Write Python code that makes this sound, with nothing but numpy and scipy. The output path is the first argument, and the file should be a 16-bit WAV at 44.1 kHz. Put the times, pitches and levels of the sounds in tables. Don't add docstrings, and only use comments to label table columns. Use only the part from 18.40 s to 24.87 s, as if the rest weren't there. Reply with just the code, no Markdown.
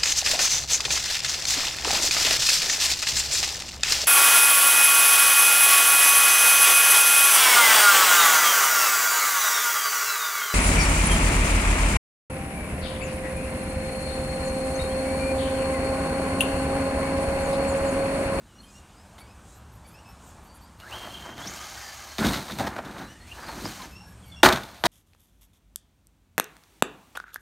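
import sys
import numpy as np
from scipy import signal
from scipy.io import wavfile
from scipy.ndimage import uniform_filter1d

SR = 44100
rng = np.random.default_rng(int(sys.argv[2]) if len(sys.argv) > 2 else 0)


def persist_wave(psi):
    counts = np.round(np.clip(psi, -1, 1) * 32767).astype(np.int16)
    wavfile.write(sys.argv[1], SR, np.atleast_2d(counts).T)


N = 285327

# f/Hz, width/Hz, relative level/dB
GEARBOX = [(818, 34, 10.5), (1264, 150, 2.5), (1620, 260, 2), (2083, 250, -0.5), (2730, 24, -4),
           (3086, 130, 0), (3580, 120, -34), (4360, 40, -15), (4700, 120, 0), (5240, 110, -3.5),
           (5500, 200, -3), (5980, 160, 0.5), (6250, 71, 0), (6700, 76, 2), (7360, 40, -6)]


def amp(db):
    return 10 ** (np.asarray(db) / 20)


def evened(x):
    return x / np.sqrt(np.mean(x ** 2) + 1e-20)


def wander(s):
    span = round(s * SR)
    smooth = uniform_filter1d(rng.standard_normal(N), span)
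    return evened(uniform_filter1d(smooth, span))


def grit(per_s, spread_db):
    size_db = spread_db * np.minimum(rng.exponential(1, N), 4)
    size = amp(size_db) * rng.choice([-1., 1.], N)
    return evened(size * (rng.random(N) < per_s / SR))


def read(points, hz):
    f, value = np.transpose(points)
    return np.interp(np.log(hz + 1), np.log(f + 1), value)


def resonate(x, hz, width):
    turn = np.exp(2j * np.pi * np.cumsum(hz * np.ones(len(x))) / SR)
    r = np.exp(-np.pi * width / SR)
    smooth = signal.lfilter([1 - r], [1, -r], x / turn)
    return 2 * (turn * smooth).real


def ringing(modes):
    t = np.arange(4096) / SR
    ring = np.zeros(len(t))
    for hz, width, db in modes:
        ring += amp(db) * width * np.exp(-np.pi * width * t) * np.sin(2 * np.pi * hz * t)
    ring = signal.lfilter(*signal.butter(2, 1.33 * modes[0][0], "high", fs=SR), ring)
    return ring / np.linalg.norm(ring)


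def causal(points):
    hz = abs(np.fft.fftfreq(4096, 1 / SR))
    log_gain = np.log(amp(np.maximum(read(points, hz), -80)))
    click = np.fft.ifft(np.exp(np.conj(signal.hilbert(log_gain)))).real[:1024]
    return click / np.linalg.norm(click)


def levels(tables, column):
    t, out = np.arange(N) / SR, np.zeros(N)
    for rows in tables:
        s, db = np.array(rows)[:, 0], np.array(rows)[:, column]
        fade = np.clip(np.minimum(t - s[0], s[-1] + 0.048 - t) / 0.012, 0, 1)
        out += amp(np.interp(t, s, db)) * fade
    return out


def swells(rows, scrape):
    out = np.zeros(N)
    for s, length, *ends_hz, width, db in rows:
        at, size = round(s * SR), round(length * SR)
        hz = np.linspace(ends_hz[0], ends_hz[-1], size)
        buzz = resonate(resonate(scrape[at:at + size], hz, width), hz, width)
        out[at:at + size] += amp(db) * evened(buzz) * np.sqrt(2 * np.hanning(size))
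    return out


def echoes(x, t60_s):
    taps = np.zeros(SR // 2)
    at = np.arange(400, len(taps) - 20, 20) + rng.integers(0, 20, (len(taps) - 401) // 20)
    taps[at] = rng.choice([-1., 1.], len(at)) * amp(-60 * at / SR / t60_s)
    taps = signal.lfilter([1], [1, -.6], taps)
    return signal.fftconvolve(x, taps / np.linalg.norm(taps))[:N]


def street():
    # f/Hz, relative density/dB per Hz
    bed_spectrum = [(15, -34), (25, 4), (70, 12.5), (114, -11.5), (185, 1), (439, -14), (988, -12.5),
                    (1520, -14.5), (2000, -20), (2760, -20), (4870, -25.5), (8590, -22.5), (10700, -32),
                    (12200, -32), (16000, -42)]
    # t/s, broad noise bed level/dB, its extra weight around 800 Hz/dB, low drone level/dB
    bed_levels = [(0, -50.5, -1.5, -53), (.4, -49, 3.5, -65), (.9, -48.5, 4, -48.5), (1.3, -50, 5, -42.5),
                  (1.9, -47.5, 8, -54.5), (2.5, -50.5, 4.5, -45), (3.6, -57.5, 14.5, -50.5),
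                  (4.8, -45.5, -2.5, -55), (5.6, -47.5, -0.5, -43), (6.0, -49.5, 3.5, -43.5),
                  (6.47, -56.5, 13.5, -54)]
    # f/Hz, width/Hz, relative level/dB
    drone_modes = [(67, 21, -7.5), (111.3, 7.8, -13), (168.5, 7.3, -18)]
    # t/s, length/s, f/Hz, width/Hz, level/dB
    hum = [(5.2, 0.95, 186.2, 6.3, -59)]
    frames, hz = N // 256 + 5, np.fft.rfftfreq(1024, 1 / SR)
    a, b, patches = rng.standard_normal((frames, 513, 3)).T
    patches = evened(uniform_filter1d(uniform_filter1d(patches, 10, 0), 14, 1))
    s, level_db, mid_db, drone_db = np.transpose(bed_levels)
    mid_shape = np.exp(-(np.log((hz + 1) / 800) / 0.59) ** 2)
    mid = mid_shape[:, None] * np.interp(np.arange(frames) * 256 / SR, s, mid_db)
    spectra = (a + 1j * b) * amp(read(bed_spectrum, hz)[:, None] + 1.14 * patches + mid)
    bed = evened(signal.istft(spectra, nperseg=1024, noverlap=768)[1][:N])
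    throb = rng.standard_normal(N)
    drone = sum(amp(db) * evened(resonate(resonate(throb, f, w), f, w)) for f, w, db in drone_modes)
    t = np.arange(N) / SR
    bed *= amp(np.interp(t, s, level_db))
    drone *= amp(np.interp(t, s, drone_db))
    return bed + drone + swells(hum, throb)


def insects():
    # first t/s, last t/s, period/s, length/s, f/Hz, width/Hz, level/dB
    bouts = [(0.2, .3, .678, .09, 10000, 2500, -65.5), (0.78, 2.3, .678, 0.051, 10400, 2800, -60),
             (0.25, 2.0, 0.767, 0.19, 7200, 3100, -61.5), (1.14, 2.45, 0.1766, 0.071, 12000, 1700, -68),
             (5.48, 6.4, .18, 0.084, 11600, 1500, -65)]
    # t/s, length/s, f/Hz, width/Hz, level/dB
    trill = [(5.657, 0.39, 8700, 900, -69)]
    trill_per_s = 125
    rows = [(s, *buzz) for first, last, period, *buzz in bouts for s in np.arange(first, last, period)]
    scrape = grit(6000, 2.2)
    pulses = np.sin(np.pi * trill_per_s * np.arange(N) / SR) ** 4
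    return swells(rows, scrape) + swells(trill, scrape * pulses)


def birds():
    # t/s, length/s, start f/Hz, end f/Hz, level/dB
    whistles = [(.07, 0.069, 3090, 2830, -67), (0.134, 0.07, 2820, 2950, -65),
                (0.184, 0.037, 4240, 4300, -56), (0.23, 0.028, 3120, 3130, -58),
                (.246, 0.072, 2490, 2470, -67), (.33, 0.067, 2700, 2920, -60.5),
                (0.561, 0.071, 4830, 5280, -64), (0.802, 0.032, 2220, 2283, -57),
                (0.861, 0.071, 2450, 2610, -63), (1.442, 0.044, 2297, 2305, -60.5),
                (1.533, 0.077, 2475, 2920, -59.5), (1.643, 0.058, 2630, 2580, -61),
                (1.678, .04, 5170, 5500, -57), (2.054, 0.13, 4450, 4663, -66.5),
                (2.208, 0.063, 4480, 4900, -62), (4.617, 0.064, 3870, 4120, -58),
                (4.673, 0.063, 2760, 3070, -55.5), (4.799, .046, 4260, 4330, -56.5),
                (5.511, 0.11, 2580, 2820, -56), (5.57, 0.13, 5450, 5500, -58.5),
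                (5.609, .036, 828, 890, -54), (5.663, 0.054, 1670, 1670, -55.5),
                (5.823, .036, 3480, 3000, -61), (5.844, 0.099, 2330, 2074, -63),
                (5.914, 0.042, 3500, 3340, -49.5), (5.959, 0.056, 2760, 2793, -53.5)]
    octave_db = -2.5
    out, draw = np.zeros(N), rng.random((40, 5))
    lowest, span = np.array([0, .05, 2300, .95, -79]), [6.3, .07, 2600, .12, 8]
    s, length, hz0, glide, db = (lowest + draw * span).T
    far = list(zip(s, length, hz0, hz0 * glide, db))
    warble = 1 + 0.0062 * wander(0.0056)
    tremble = evened(amp(2.8 * wander(0.0048)))
    for s, length, hz0, hz1, db in whistles + far:
        octave = amp(octave_db) * (2000 < hz0 < 2900)
        at, u = round(s * SR), np.arange(round(length * SR)) / (length * SR)
        hz = (hz0 + (hz1 - hz0) * u) * warble[at:at + len(u)]
        turn = 2 * np.pi * np.cumsum(hz) / SR
        tone = np.sin(turn) + octave * np.sin(2 * turn)
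        out[at:at + len(u)] += amp(db) * tone * np.sqrt(2 * np.sin(np.pi * u))
    return out * tremble


def gritty_tones():
    # t/s, length/s, start f/Hz, end f/Hz, width/Hz, level/dB
    tones = [(2.39, 0.046, 2740, 2900, 119, -56), (2.96, .091, 1940, 1360, 151.2, -53),
             (3.19, 0.082, 1260, 1210, 60, -50.5), (3.34, .25, 1870, 1700, 70, -51),
             (3.4, 0.17, 4900, 4600, 200, -52.5), (3.42, 0.24, 6740, 6560, 100, -59),
             (3.6, 0.28, 4400, 3950, 160, -60), (5.0, 0.089, 4840, 4800, 120, -54),
             (5.09, .023, 840, 855, 100, -43.5), (5.07, 0.05, 4250, 4330, 100, -51),
             (5.24, 0.037, 4830, 5060, 500, -43), (5.39, 0.046, 1030, 1000, 100, -45.5)]
    return swells(tones, grit(900, 4))


def whine():
    # t/s, f/Hz, level/dB
    run_ups = [
        [(2.41, 1190, -50), (2.474, 1704, -52), (2.508, 2260, -62), (2.522, 2800, -41), (2.546, 3174, -43.5),
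         (2.7, 3154, -52), (2.774, 3153, -44), (2.86, 3140, -55), (3.012, 3180, -51), (3.055, 3600, -48),
         (3.078, 5900, -37.5), (3.134, 7320, -49), (3.24, 6900, -62)],
        [(4.66, 1648, -59), (4.826, 1869, -62), (4.885, 2300, -58), (4.905, 2740, -50), (4.925, 2800, -42),
         (4.95, 2920, -66)],
    ]
    second_db, second_db_per_khz = -81, 4
    second_lag_s = 0.079
    s, hz = np.vstack(run_ups)[:, :2].T
    hz = np.interp(np.arange(N) / SR, s, hz) * (1 + .011 * wander(.01))
    turn = 2 * np.pi * np.cumsum(hz * (1 + .012 * wander(.003))) / SR
    tone = np.sqrt(2) * np.sin(turn) * evened(amp(4 * wander(.006)))
    side = np.sqrt(2) * np.sin(.885 * turn) * evened(amp(5 * wander(.01)))
    a, b, c = rng.standard_normal((3, N))
    spread = resonate(resonate(b, hz, 730), hz, 730)
    cased = evened(signal.oaconvolve(spread, ringing(GEARBOX))[:N])
    smear = evened(resonate(resonate(a, hz, 200), hz, 200))
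    clean = np.clip(3400 / hz, 0, 1) ** 3
    lag = round(second_lag_s * SR)
    late_hz = 0.49 * uniform_filter1d(hz, round(2 * second_lag_s * SR), origin=lag - 1)
    second = evened(resonate(resonate(c, late_hz, 130), late_hz, 130))
    mesh = clean * (.9 * tone + .42 * side) + .75 * np.sqrt(clean) * smear
    mesh += (1 - clean) * evened(spread) + .5 * cased
    level = levels(run_ups, column=2)
    second_gain = (level > 0) * amp(second_db + second_db_per_khz * hz / 1e3)
    return level * mesh + second_gain * second


def jolts(column, rise_s, short=1, share=np.ones_like):
    # t/s, shell level/dB, ramp boom level/dB, crack level/dB, rattle t60/s (before short)
    blows = [(0.781, -45.5, -69, -50.5, 0.19), (2.4, -45, -65, -44, 0.064), (2.978, -40, -49, -45, 0.11),
             (3.05, -48, -35, -54, 0.11), (3.072, -56, -44, -40.5, .06), (3.783, -25, -12, -24.5, 0.087),
             (3.848, -20.5, -21, -24, 0.083), (3.867, -35, -21, -25, .064), (3.885, -39, -42, -31, 0.09),
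             (3.933, -33.5, -32.5, -30, 0.29), (4.082, -35, -48, -42, 0.36), (4.109, -44, -22, -36, 0.067),
             (4.119, -48, -31, -35.5, 0.079), (4.186, -28, -36, -33.5, 0.14), (4.203, -18, -45, -60, 0.089),
             (4.266, -25, -50, -32.5, 0.072), (4.363, -28.5, -45, -44.5, 0.15),
             (4.382, -23.5, -48, -47, 0.069), (4.448, -47, -38, -46.5, 0.3), (4.509, -52, -53, -46, 0.096),
             (4.58, -46, -43, -46, 0.22), (4.612, -39.5, -30, -49, 0.14), (5.031, -42, -57, -49, 0.078),
             (5.084, -32.5, -48, -42, 0.12), (5.146, -40, -47, -60, 0.067), (5.252, -31, -26, -46, .05),
             (5.298, -45, -39.5, -48, 0.19), (5.417, -58, -58, -40, .065), (5.455, -47, -40, -50, 0.07),
             (6.031, -6, -8, -13, .13), (6.044, -10, -18, -13, 0.029), (6.059, -27, -32, -13, 0.059),
             (6.088, -16, -35, -14, 0.031), (6.125, -36, -10, -18, 0.058), (6.159, -27.5, -31, -32, 0.069),
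             (6.172, -26, -21, -32, 0.05), (6.233, -74, -70, -46, 0.19), (6.287, -50, -75, -53, 0.24),
             (6.345, -52, -69, -48, 0.31), (6.438, -15.5, -16, -23, 0.13), (6.455, -18.5, -45, -21.5, 0.33)]
    soft_db, hard_db = -42, -10.5
    power, t = np.zeros(N), np.arange(SR // 2) / SR
    for row in blows:
        part = power[round(row[0] * SR):][:len(t)]
        decay = amp(row[column] - 60 * t / max(short * row[4], .005))
        shape = (1 - np.exp(-t / rise_s)) * decay
        hardness = np.clip((row[3] - row[1] - soft_db) / (hard_db - soft_db), 0, 1)
        part += share(hardness) * shape[:len(part)] ** 2
    return np.sqrt(power)


def truck():
    # t/s, shell rattle level/dB, ramp rumble level/dB, gear and tyre hiss level/dB
    roll = [
        [(2.38, -62, -68, -64), (2.49, -49.5, -62, -52.5), (2.53, -42, -66, -47), (2.67, -42, -53, -49),
         (2.74, -49, -52.5, -50.5), (2.9, -42.5, -48.5, -53.5), (2.96, -52, -48, -58), (3.0, -46, -52, -48.5),
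         (3.07, -45, -46.5, -48.5), (3.2, -49, -60, -45), (3.77, -53.5, -66, -49)],
        [(3.79, -36, -33, -41), (3.86, -26.5, -20, -33.5), (4.05, -46, -55, -45), (4.175, -49.5, -41, -47),
         (4.2, -33.5, -28, -40.5), (4.29, -38, -39.5, -48.5), (4.32, -40, -41.5, -53.5),
         (4.41, -45.5, -45.5, -59), (4.62, -42, -47, -53.5), (4.7, -58, -56, -58.5)],
        [(4.86, -61.5, -71, -56), (5.01, -41.5, -56, -51), (5.17, -44, -42, -47), (5.27, -43, -32, -43.5),
         (5.35, -50, -73, -45.5), (5.45, -46.5, -49, -49.5), (5.54, -62, -58, -66)],
        [(6.04, -4.5, -37, -16), (6.1, -18.5, -39, -35.5), (6.216, -49, -46.5, -50.5), (6.41, -56, -66, -59)],
    ]
    # f/Hz, width/Hz, relative level/dB
    shell_modes = [(370, 37, 27.5), (637, 25, -12), (703, 210, 19), (885, 71, 11), (990, 400, 20),
                   (1162, 55, 5), (1500, 50, -25), (1432, 490, 19), (1700, 96, 9), (2400, 21, -11)]
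    # f/Hz, width/Hz, relative level/dB
    ramp_modes = [(61.3, 40, 16), (112, 410, 7.5), (237, 162, 18), (325, 15, -25)]
    # f/Hz, relative density/dB per Hz
    crack_spectrum = [(1180, -34), (2000, -1), (2810, -8), (3680, 1), (4940, -8), (6880, -11),
                      (7570, -16.5), (9250, -14), (10300, -22.5), (12900, -16), (16000, -25)]
    # f/Hz, relative density/dB per Hz
    hiss_spectrum = [(1200, -16.5), (2400, 2), (3100, -1), (4200, 5.5), (5000, -1.5), (6500, 0), (7600, -5),
                     (8600, -1.5), (10400, -8.5), (12300, -5.5), (16000, -12.5)]
    # t/s, level/dB
    chatter_over_hiss = [(2.6, -10), (2.95, 1), (3.1, 3.5), (3.77, 0.5), (5.0, -6.5), (5.5, 1.5)]
    tick_db, tick_share = 1, 0.09
    lumps = evened(amp(2.5 * wander(.003)))
    bumps = evened(amp(1.5 * wander(.012)))
    rattle, bright = lumps * grit(1200, 3.4), ringing(shell_modes)
    dull = signal.lfilter(*signal.butter(2, [550, 1000], "band", fs=SR), bright)
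    dull /= np.linalg.norm(dull)
    hard = levels(roll, column=1) * bumps * grit(3000, 0.88)
    hard += jolts(column=1, rise_s=0.0009, share=lambda h: h) * rattle
    soft = jolts(column=1, rise_s=0.0079, share=lambda h: 1 - h) * rattle
    ramp = levels(roll, column=2) + jolts(column=2, rise_s=0.024)
    ramp *= grit(1500, 2.2)
    hiss = levels(roll, column=3) * grit(15000, 5.0)
    revs = amp(np.interp(np.arange(N) / SR, *np.transpose(chatter_over_hiss)))
    chatter = revs * levels(roll[::2], column=3) * bumps * grit(2500, 2.2)
    crack = jolts(column=3, rise_s=.0003, short=0.94) * lumps * grit(10000, 1.5)
    crack += amp(tick_db) * jolts(column=3, rise_s=.0001, short=tick_share) * grit(20000, 1.5)
    parts = [(hard, bright), (soft, dull), (ramp, ringing(ramp_modes)), (hiss, causal(hiss_spectrum)),
             (chatter, ringing(GEARBOX)), (crack, causal(crack_spectrum))]
    return sum(signal.oaconvolve(x, body)[:N] for x, body in parts)


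def scene():
    near = truck() + whine() + gritty_tones()
    far = birds()
    far += amp(-8) * echoes(far, t60_s=.35)
    mono = near + amp(-20.5) * echoes(near, t60_s=0.44) + far + insects() + street()
    return np.array([mono, mono])


def record(dry):
    edge_hz = 15800
    thin = signal.sosfilt(signal.butter(4, 45, "high", fs=SR, output="sos"), dry)
    rounded = 1.2 * np.tanh(thin / 1.2)
    lowpass = signal.firwin(511, edge_hz, window=("kaiser", 9), fs=SR)
    return signal.oaconvolve(rounded, lowpass[None], "same")


dry = scene()
out = record(dry)
persist_wave(out)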